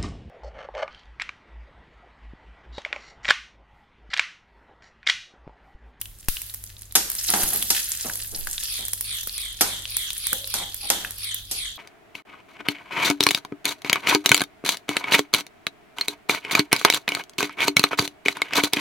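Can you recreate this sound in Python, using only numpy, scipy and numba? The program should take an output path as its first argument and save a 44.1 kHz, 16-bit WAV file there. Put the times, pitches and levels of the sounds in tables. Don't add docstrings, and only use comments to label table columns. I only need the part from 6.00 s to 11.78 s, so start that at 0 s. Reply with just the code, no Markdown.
import sys
import numpy as np
from scipy import signal
from scipy.fft import rfft, irfft, next_fast_len
from scipy.io import wavfile
from numba import njit

SR = 44100
rng = np.random.default_rng(int(sys.argv[2]) if len(sys.argv) > 2 else 0)


def put_to_file(sound):
    columns = np.atleast_2d(sound).T
    safe = np.clip(columns, -1, 1)
    whole_steps = np.round(safe * 32767)
    wavfile.write(sys.argv[1], SR, whole_steps.astype(np.int16))


N = 254702
TIME = np.arange(N) / SR
TAIL = TIME[:SR // 2]

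# time in seconds, relative level in dB.
FIZZ_LEVEL = [(0, -53.5), (.25, -56), (.45, -50.5), (.92, -54.5), (1.05, -42.5), (1.16, -37.5), (1.2, -32),
              (1.3, -25.5), (1.45, -27.5), (1.58, -28), (1.67, -32.5), (1.77, -29), (1.83, -31.5),
              (1.97, -36.5), (2.1, -32), (2.28, -39), (2.43, -38), (2.62, -35), (2.95, -42), (3.3, -41),
              (3.56, -47.5), (4.1, -41), (4.7, -45), (5.1, -46), (5.45, -52), (5.78, -61)]
# frequency in Hz, relative level in dB.
FIZZ_COLOUR = [(290, -22), (500, -41.5), (1300, -3.5), (1460, -1.5), (2290, -3), (3340, 2.5), (4150, 2.5),
               (7750, 2), (12100, 9.5), (14900, 1.5), (16000, 4.5)]
SPOT_HZ = [2200, 4300, 6300, 8300, 10200, 12000, 13800]
# start in seconds, relative level in dB, length in seconds, pitch in Hz.
SPUTTERS = [(1.184, -27, .016, 5800), (1.26, -30, .016, 10500), (1.284, -23.5, .018, 4600),
            (1.532, -22, .016, 11500), (1.854, -32, .016, 6400), (2.01, -31, .006, 7600),
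            (2.026, -33, 0.011, 5200), (2.348, -33.5, .014, 5200), (5.342, -28, .006, 12200)]
# start in seconds, relative level in dB, pitch in Hz.
POPS = [(0.0142, -7, 12200), (0.018, -23, 3100), (0.056, -25, 9400), (0.0572, -26, 3060),
        (0.3693, -15.5, 2960), (0.4179, -10, 11600), (0.417, -31, 2550), (0.4995, -18.5, 10900),
        (0.497, -26.5, 3940), (0.5399, -14, 11800), (0.5448, -11, 12600), (0.6392, -14, 10400),
        (0.7672, -31, 3670), (0.82, -17.5, 10700), (0.9235, -16, 11800), (1.101, -3.5, 12400),
        (1.117, -7, 11900), (1.152, -8.5, 9800), (1.3024, 5.5, 10800), (1.433, 0, 11000),
        (1.56, -2.5, 12500), (1.6252, -11.5, 3260), (1.626, -2, 11600), (1.9187, -5, 7400),
        (2.0102, -10.5, 7400), (2.098, -19, 1620), (2.156, -8.5, 11700), (2.224, -21.5, 4560),
        (2.3482, -16.5, 4780), (2.4714, -19, 1620), (2.472, -10, 11200), (2.5308, -11.5, 7700),
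        (2.5806, -12.5, 3610), (2.631, -19, 3430), (2.636, -8.5, 10300), (2.883, -7, 12000),
        (2.9337, -0.5, 10800), (3.0096, -2.5, 11700), (3.186, -19, 3450), (3.233, -12.5, 12200),
        (3.2731, -7.5, 12900), (3.295, -17, 4300), (3.38, -9, 9900), (3.8545, -14, 3110),
        (3.968, 2.5, 11000), (4.105, -13, 3430), (4.104, -11.5, 10400), (4.132, -11.5, 10200),
        (4.269, 0.5, 11200), (4.3303, 3, 11400), (4.3304, -26.5, 1600), (4.444, -17, 3900),
        (4.4743, -11, 12600), (4.54, -21, 1420), (4.7443, -7.5, 12100), (5.0479, -16, 1670),
        (5.0492, -18.5, 2770), (5.1079, -10, 11500), (5.3443, -6, 11500)]
# start in seconds, then relative levels of crack, spray and thump in dB.
SPITS = [(0.2848, -11, -29, -16), (1.436, -18, -35, -25.5)]
# start in seconds, thud level in dB, upper edge of the thud in Hz,
# metallic clash level in dB, chatter decay in seconds, level of the ring left after it in dB (all relative).
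KNOCKS = [(0.953, 16, 2150, 16.5, 0.011, -1), (1.3382, 15, 1630, 4, 0.0025, 1.5),
          (1.703, 8, 1950, 12, 0.0053, 0), (2.471, -2.5, 2300, -14.5, 0.0031, -4),
          (3.273, 0.5, 1500, -25, 0.0014, -42), (3.6094, 18, 1770, 13.5, 0.012, -1),
          (4.3291, 12.5, 1520, -26, 0.0015, -12), (4.54, 1, 1640, 3, 0.0019, 3.5),
          (4.9016, 17.5, 1760, 12.5, 0.0026, -3), (5.512, -6, 795, 0.5, 0.012, 4)]
# start in seconds, time pressed in seconds, relative level in dB, upper edge in Hz.
DRAGS = [(1.284, .012, -22, 1900), (1.349, 0.079, -22, 1370), (1.44, 0.2, -29.5, 550),
         (1.519, 0.017, -26, 1930), (2.043, 0.027, -18.5, 890), (2.315, 0.041, -26, 490),
         (2.786, 0.011, -25.5, 750), (3.654, 0.054, -30, 1710), (4.535, 0.092, -28, 1260),
         (4.827, 0.023, -32, 950), (4.935, 0.12, -34, 2190), (5.509, 0.021, -31.5, 780)]
# frequency in Hz, relative level in dB, 60 dB decay in seconds.
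PAN_MODES = [(2880, -6, .15), (3370, -1, .2), (5660, -4, .22), (6040, -3, .22), (6605, -7, .3),
             (8753, 0, .22), (9294, 0, .22), (10369, 3, .2), (11155, -2, .25), (11825, 1, .2),
             (13369, 1, .16)]
# frequency in Hz, relative level in dB, 60 dB decay in seconds.
BOWL_MODES = [(187, -7, .4), (202, -13, .3), (228, -12, .35), (315, -9, .3), (380, -9, .25), (455, -8, .25),
              (550, -10, .3), (734, 4, .18), (818, 6.5, .19), (939, 0, .18), (1290, -4, .15),
              (1468, -3, .12)]
# frequency in Hz, relative level in dB.
PAN_COLOUR = [(100, -18), (190, -2), (400, -3), (560, -4.5), (800, -5.5), (1100, -5.5), (1500, -0.5),
              (2200, -2.5), (4200, 1.5), (6000, 4.5), (10500, 2), (13500, 4), (15500, -36)]
# centre in seconds, half length in seconds, middle pitch in Hz, relative level in dB.
GROANS = [(4.344, 0.024, 530, -41), (4.428, 0.07, 542, -52), (4.846, 0.021, 815, -43.5)]
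# fastest point in seconds, relative level in dB,
# half length in seconds, middle pitch at that point in Hz.
STROKES = [(2.752, -33.5, 0.094, 4220), (3.127, -32, 0.072, 3730), (3.42, -33, 0.084, 3820),
           (3.713, -33.5, 0.092, 3770), (4.006, -31.5, 0.096, 3570), (4.293, -31, 0.077, 3720),
           (4.577, -31.5, 0.078, 3860), (4.914, -32, 0.091, 3700), (5.285, -31, 0.075, 3735),
           (5.623, -31.5, 0.08, 3840)]
# multiple of the stroke's pitch, width as a share of its centre,
# relative level in dB.
BRUSH_RESONANCES = [(.6, .36, 6), (1.0, .3, 10), (2.35, .32, 7.5)]
# frequency in Hz, relative level in dB.
BRUSH_COLOUR = [(700, -35), (1200, -6.5), (1800, -10.5), (2400, -6.5), (2850, -8.5), (3200, -2), (4000, -8),
                (5000, -3.5), (5800, 1), (7500, -15), (8600, -9), (10800, -2.5), (12500, -15), (15000, -71)]
# frequency in Hz, relative level in dB.
BURNER_COLOUR = [(20, -11.5), (35, 3), (58, -3), (75, -11.5), (130, -14), (250, -21), (500, -27),
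                 (1000, -30), (2500, -30.5), (8000, -31.5)]
# frequency in Hz, rms level in dB.
HUM = [(49.25, -55), (62.5, -63), (88, -66), (98.7, -55.5), (100, -59)]

FLARE_DB = -24.5
FIZZ_PER_S, FIZZ_DENSITY_LAW = 1500, 1
FIZZ_PATCHY_DB, FIZZ_PATCHY_HZ = 5, 24
SPOT_WIDTH_HZ = 2200
SIMMER_DB, SIMMER_FOLLOW = -29.5, 0.46
SPUTTER_WIDTH = .32
PLUMP_CYCLES, SHRILL_CYCLES = 2.3, 1.1
SNAP_DB = -11
RAP_HZ, RAP_DB = 1850, -28.5
SMACK_HZ, SMACK_DB = 1400, 0
CRUNCH_DB, WASH_T60_S = 1, 0.63
DRAG_ATTACK_S, DRAG_RELEASE_S, SLIPS_PER_S = 0.0066, 0.029, 1000
PORT_LAG = 4
BRISTLES_PER_S = 15000
BRUSH_SAG, BRUSH_HISS_DB = .24, -4
TOP_HZ = 15800


def liveliness():
    return np.interp(TIME, *np.transpose(FIZZ_LEVEL))


def fizz():
    db = liveliness()
    rate = FIZZ_PER_S * undb(FIZZ_DENSITY_LAW * (db - FLARE_DB))
    out = 0
    for spot, hz in enumerate(SPOT_HZ):
        crackle = clicks(rate, spread_db=4.5)
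        fits = FIZZ_PATCHY_DB * unit(lowpass(rng.standard_normal(N), FIZZ_PATCHY_HZ))
        pitched = resonate(crackle, np.full(N, float(hz)), SPOT_WIDTH_HZ / hz)
        voiced = (.3 * crackle + 2 * pitched) * undb(db + fits)
        out = out + kitchen(voiced, early_db=-3, late_db=-5, lag=spot % 5 + 1, early_t60=.015)
    return undb(-1.0) * colour(out, FIZZ_COLOUR) / np.sqrt(len(SPOT_HZ))


def simmer(count=300):
    out, db = np.zeros(N), liveliness()
    activity = np.cumsum(undb(db))
    for when, pitch, size, length in rng.random((count, 4)):
        i = np.searchsorted(activity, when * activity[-1])
        hz = 3200 * (13500 / 3200) ** (pitch ** .7)
        base_db = SIMMER_DB + SIMMER_FOLLOW * (db[i] - FLARE_DB)
        loud_db = base_db + 10 * size ** 3 + 11 * pitch
        add(out, TIME[i], undb(loud_db) * bubble(hz, 1 + 3 * length ** 2))
    return kitchen(out, early_db=3, late_db=-2, lag=4, early_t60=.02)


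def sputters():
    out = np.zeros(N)
    for s, db, length, hz in SPUTTERS:
        coarseness = undb(4 * unit(lowpass(rng.standard_normal(len(TAIL)), 600)))
        grains = rng.standard_normal(len(TAIL)) * coarseness
        squirt = unit(resonate(grains, np.full(len(TAIL), float(hz)), SPUTTER_WIDTH))
        envelope = np.minimum(TAIL / .002, 1) * np.exp(-(TAIL / length) ** 2)
        add(out, s, undb(db) * squirt * envelope)
    return kitchen(out, early_db=-3, late_db=-8, lag=3, early_t60=.015)


def bubble(hz, cycles):
    snap = signal.unit_impulse(SR // 40)
    ring = signal.lfilter(*signal.iirpeak(hz, np.pi * max(cycles, .5), fs=SR), snap)
    return ring / np.abs(ring).max() + undb(SNAP_DB) * snap


def pops():
    shrill, plump, raps = np.zeros((3, N))
    for s, db, hz in POPS:
        out, cycles = (shrill, SHRILL_CYCLES) if hz > 6000 else (plump, PLUMP_CYCLES)
        add(out, s, undb(db) * bubble(hz, cycles))
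        add(raps, s, undb(db + RAP_DB) * bubble(RAP_HZ, 0))
    spray = kitchen(shrill, early_db=-1, late_db=-5, lag=1, early_t60=.014)
    return spray + kitchen(plump + raps, early_db=-6, late_db=-11, lag=1, early_t60=.025)


def spit():
    crack, spray, thump, smack = np.zeros((4, N))
    for s, crack_db, spray_db, thump_db in SPITS:
        add(crack, s, undb(crack_db) * rng.standard_normal(len(TAIL)) * fade(0.016))
        add(smack, s, undb(crack_db + SMACK_DB) * bubble(SMACK_HZ, 0))
        add(spray, s, undb(spray_db) * (fade(0.96) + fade(0.074)))
        push = -np.cos(2 * np.pi * 9 * TAIL) * fade(0.15)
        add(thump, s + 0.00113, undb(thump_db) * push)
    hiss = colour(crack + spray * rng.standard_normal((2, N)), FIZZ_COLOUR)
    return hiss + smack + lowpass(thump, 2700) * undb([[3.0], [-4.0]])


def spoon():
    blows, taps = knocks()
    rub = drags()
    body = blows + at_ports(rub) + undb(-4.5) * convolve(rub, wash())
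    modes = undb(-19) * ringing(PAN_MODES) + undb(-17) * ringing(BOWL_MODES)
    return colour(body, PAN_COLOUR) + convolve(taps + rub, modes)


def knocks():
    blows, taps = np.zeros((2, N)), np.zeros(N)
    tap = signal.unit_impulse(len(TAIL))
    for s, thud_db, thud_hz, clash_db, chatter, ring_db in KNOCKS:
        def tone(x):
            return undb(thud_db) * lowpass(x, thud_hz) - undb(clash_db) * highpass(x, 2820)

        grit, uneven = rng.standard_normal((2, len(TAIL)))
        roughness = undb(CRUNCH_DB * unit(lowpass(uneven, 550)))
        crunch = burst(grit * roughness * np.exp(-TAIL / chatter))
        add(blows, s, tone(at_ports(crunch + 0.13 * tap) + undb(ring_db) * wash()))
        add(taps, s, undb(ring_db + 5) * tone(tap))
    return blows, taps


def drags():
    force, slips = np.zeros(N), clicks(SLIPS_PER_S, spread_db=3.0)
    for s, pressed, db, edge_hz in DRAGS:
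        bite = np.clip((TIME - s) / DRAG_ATTACK_S, 0, 1)
        lift = np.exp(-np.maximum(TIME - s - pressed, 0) / DRAG_RELEASE_S)
        force += undb(db) * lowpass(slips * bite * lift + 1e-18, edge_hz)
    return force


def ringing(modes):
    out = 0
    for hz, db, t60 in modes:
        phase_spread = min(0.99 + hz / 1200, 2)
        phase = rng.uniform(0, 2 * np.pi) + phase_spread * rng.standard_normal((2, 1))
        out = out + undb(db) * np.sin(2 * np.pi * hz * TAIL + phase) * fade(min(t60, .45))
    return unit(out) / np.sqrt(len(TAIL))


def wash():
    shared, apart = rng.standard_normal(len(TAIL)), rng.standard_normal((2, len(TAIL)))
    dense = lowpass(shared, 1170) + highpass(apart, 410, order=1)
    return burst(dense * (fade(WASH_T60_S) + undb(5.0) * fade(0.13)))


def at_ports(x):
    return np.array([np.pad(x, (PORT_LAG, 0))[:len(x)], x])


def groan():
    wobble, pressure = (unit(lowpass(rng.standard_normal(N), 64.0)) for _ in range(2))
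    turns = 2 * np.pi * np.cumsum(1 + 0.06 * wobble) / SR
    out = np.zeros(N)
    for s, half, hz, db in GROANS:
        envelope = np.exp(-((TIME - s) / half) ** 4)
        out += undb(db + 4.5 * pressure) * envelope * np.sin(hz * turns)
    return out


def brush():
    effort, glide = np.zeros((2, N))
    for s, db, half, hz in STROKES:
        travel = (TIME - s) / half
        power = undb(db) ** 2 * (np.exp(-1.5 * travel ** 2) + 1e-9 / (1 + travel ** 2))
        effort += power
        glide += power * hz * (1 - BRUSH_SAG * np.tanh(travel))
    pitch = glide / effort * (1 + .045 * unit(lowpass(rng.standard_normal(N), 70)))
    grip = undb(2.2 * unit(lowpass(rng.standard_normal(N), 90)))
    out = np.zeros((2, N))
    for ear in range(2):
        bristles = clicks(BRISTLES_PER_S, spread_db=1.5) * grip * np.sqrt(effort)
        out[ear] = undb(BRUSH_HISS_DB) * bristles
        for ratio, width, db in BRUSH_RESONANCES:
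            once = resonate(bristles, ratio * pitch, width)
            out[ear] += undb(db) * resonate(once, ratio * pitch, width)
    memory = fade(0.56) ** 2
    afterglow = np.sqrt(np.abs(convolve(effort, [memory / memory.sum()])))
    band = [(2750, -7.5), (3120, 21.5), (3300, 24), (3500, 23.5), (4600, 11.5), (7000, -24.0)]  # Hz, dB
    ring = colour(rng.standard_normal((2, N)), band)
    return undb(-2.0) * colour(out, BRUSH_COLOUR) + undb(-3) * afterglow * ring


def stove():
    mid, left, right = colour(rng.standard_normal((3, N)), BURNER_COLOUR)
    flame = undb(-50.5) * unit(mid + .5 * np.array([left, right]))
    passing = np.exp(-((TIME - 2.42) / 0.157) ** 2)
    draught = undb(-35.5) * unit(lowpass(rng.standard_normal((2, N)), 17.0)) * passing
    hum = np.zeros(N)
    for hz, db in HUM:
        hum += undb(db) * np.sqrt(2) * np.sin(2 * np.pi * (hz * TIME + rng.random()))
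    return flame + draught + hum


def kitchen(x, early_db, late_db, lag, early_t60, late_t60=0.48):
    response = np.zeros((2, len(TAIL)))
    response[0, lag] = response[1, 0] = 1
    for db, t60 in (early_db, early_t60), (late_db, late_t60):
        echoes = rng.standard_normal(response.shape) * fade(t60) * (TAIL > .0005)
        response += undb(db) * unit(echoes) / np.sqrt(len(TAIL))
    return convolve(x, response)


def clicks(rate, spread_db):
    size = undb(spread_db * np.minimum(rng.exponential(size=N), 4))
    chance = np.clip(rate / SR, 0, 1)
    struck = rng.random(N) < chance
    return struck * rng.choice([-1, 1], N) * unit(size) / np.sqrt(chance)


@njit
def resonate(x, hz, width):
    y, band, low = np.empty(len(x)), 0., 0.
    for i in range(len(x)):
        g = np.tan(np.pi * min(hz[i], .45 * SR) / SR)
        v = (band + g * (x[i] - low)) / (1 + g * (g + width))
        band, low, y[i] = 2 * v - band, low + 2 * g * v, width * v
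    return y


def colour(x, points):
    hz, db = np.transpose(points)
    size = next_fast_len(2 * N)
    grid = np.log(np.fft.rfftfreq(size, 1 / SR) + 1)
    gain = unit(undb(np.interp(grid, np.log(hz), db)))
    cepstrum = irfft(np.log(gain), size)
    cepstrum[1:size // 2] *= 2
    cepstrum[size // 2 + 1:] = 0
    return irfft(rfft(x, size) * np.exp(rfft(cepstrum)), size)[..., :x.shape[-1]]


def lowpass(x, hz):
    return signal.sosfilt(signal.butter(2, hz, fs=SR, output="sos"), x)


def highpass(x, hz, order=2):
    return signal.sosfilt(signal.butter(order, hz, "high", fs=SR, output="sos"), x)


def fade(t60):
    return np.exp(-np.log(1000) * TAIL / t60)


def convolve(x, response):
    return signal.fftconvolve(np.atleast_2d(x), response, axes=-1)[:, :N]


def add(out, s, sound):
    i = int(s * SR)
    out[..., i:i + sound.shape[-1]] += sound[..., :N - i]


def undb(db):
    return 10 ** (np.asarray(db) / 20)


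def unit(x):
    return x / np.sqrt(np.mean(x ** 2))


def burst(x):
    return unit(x) / np.sqrt(x.shape[-1])


def scene():
    frying = fizz() + simmer() + sputters() + pops()
    handling = spoon() + groan() + brush()
    return (frying + handling) * undb([[-.3], [.3]]) + spit() + stove()


def record(dry):
    return signal.sosfilt(signal.ellip(8, .2, 70, TOP_HZ, fs=SR, output="sos"), np.tanh(dry))


dry = scene()
out = record(dry)
put_to_file(out)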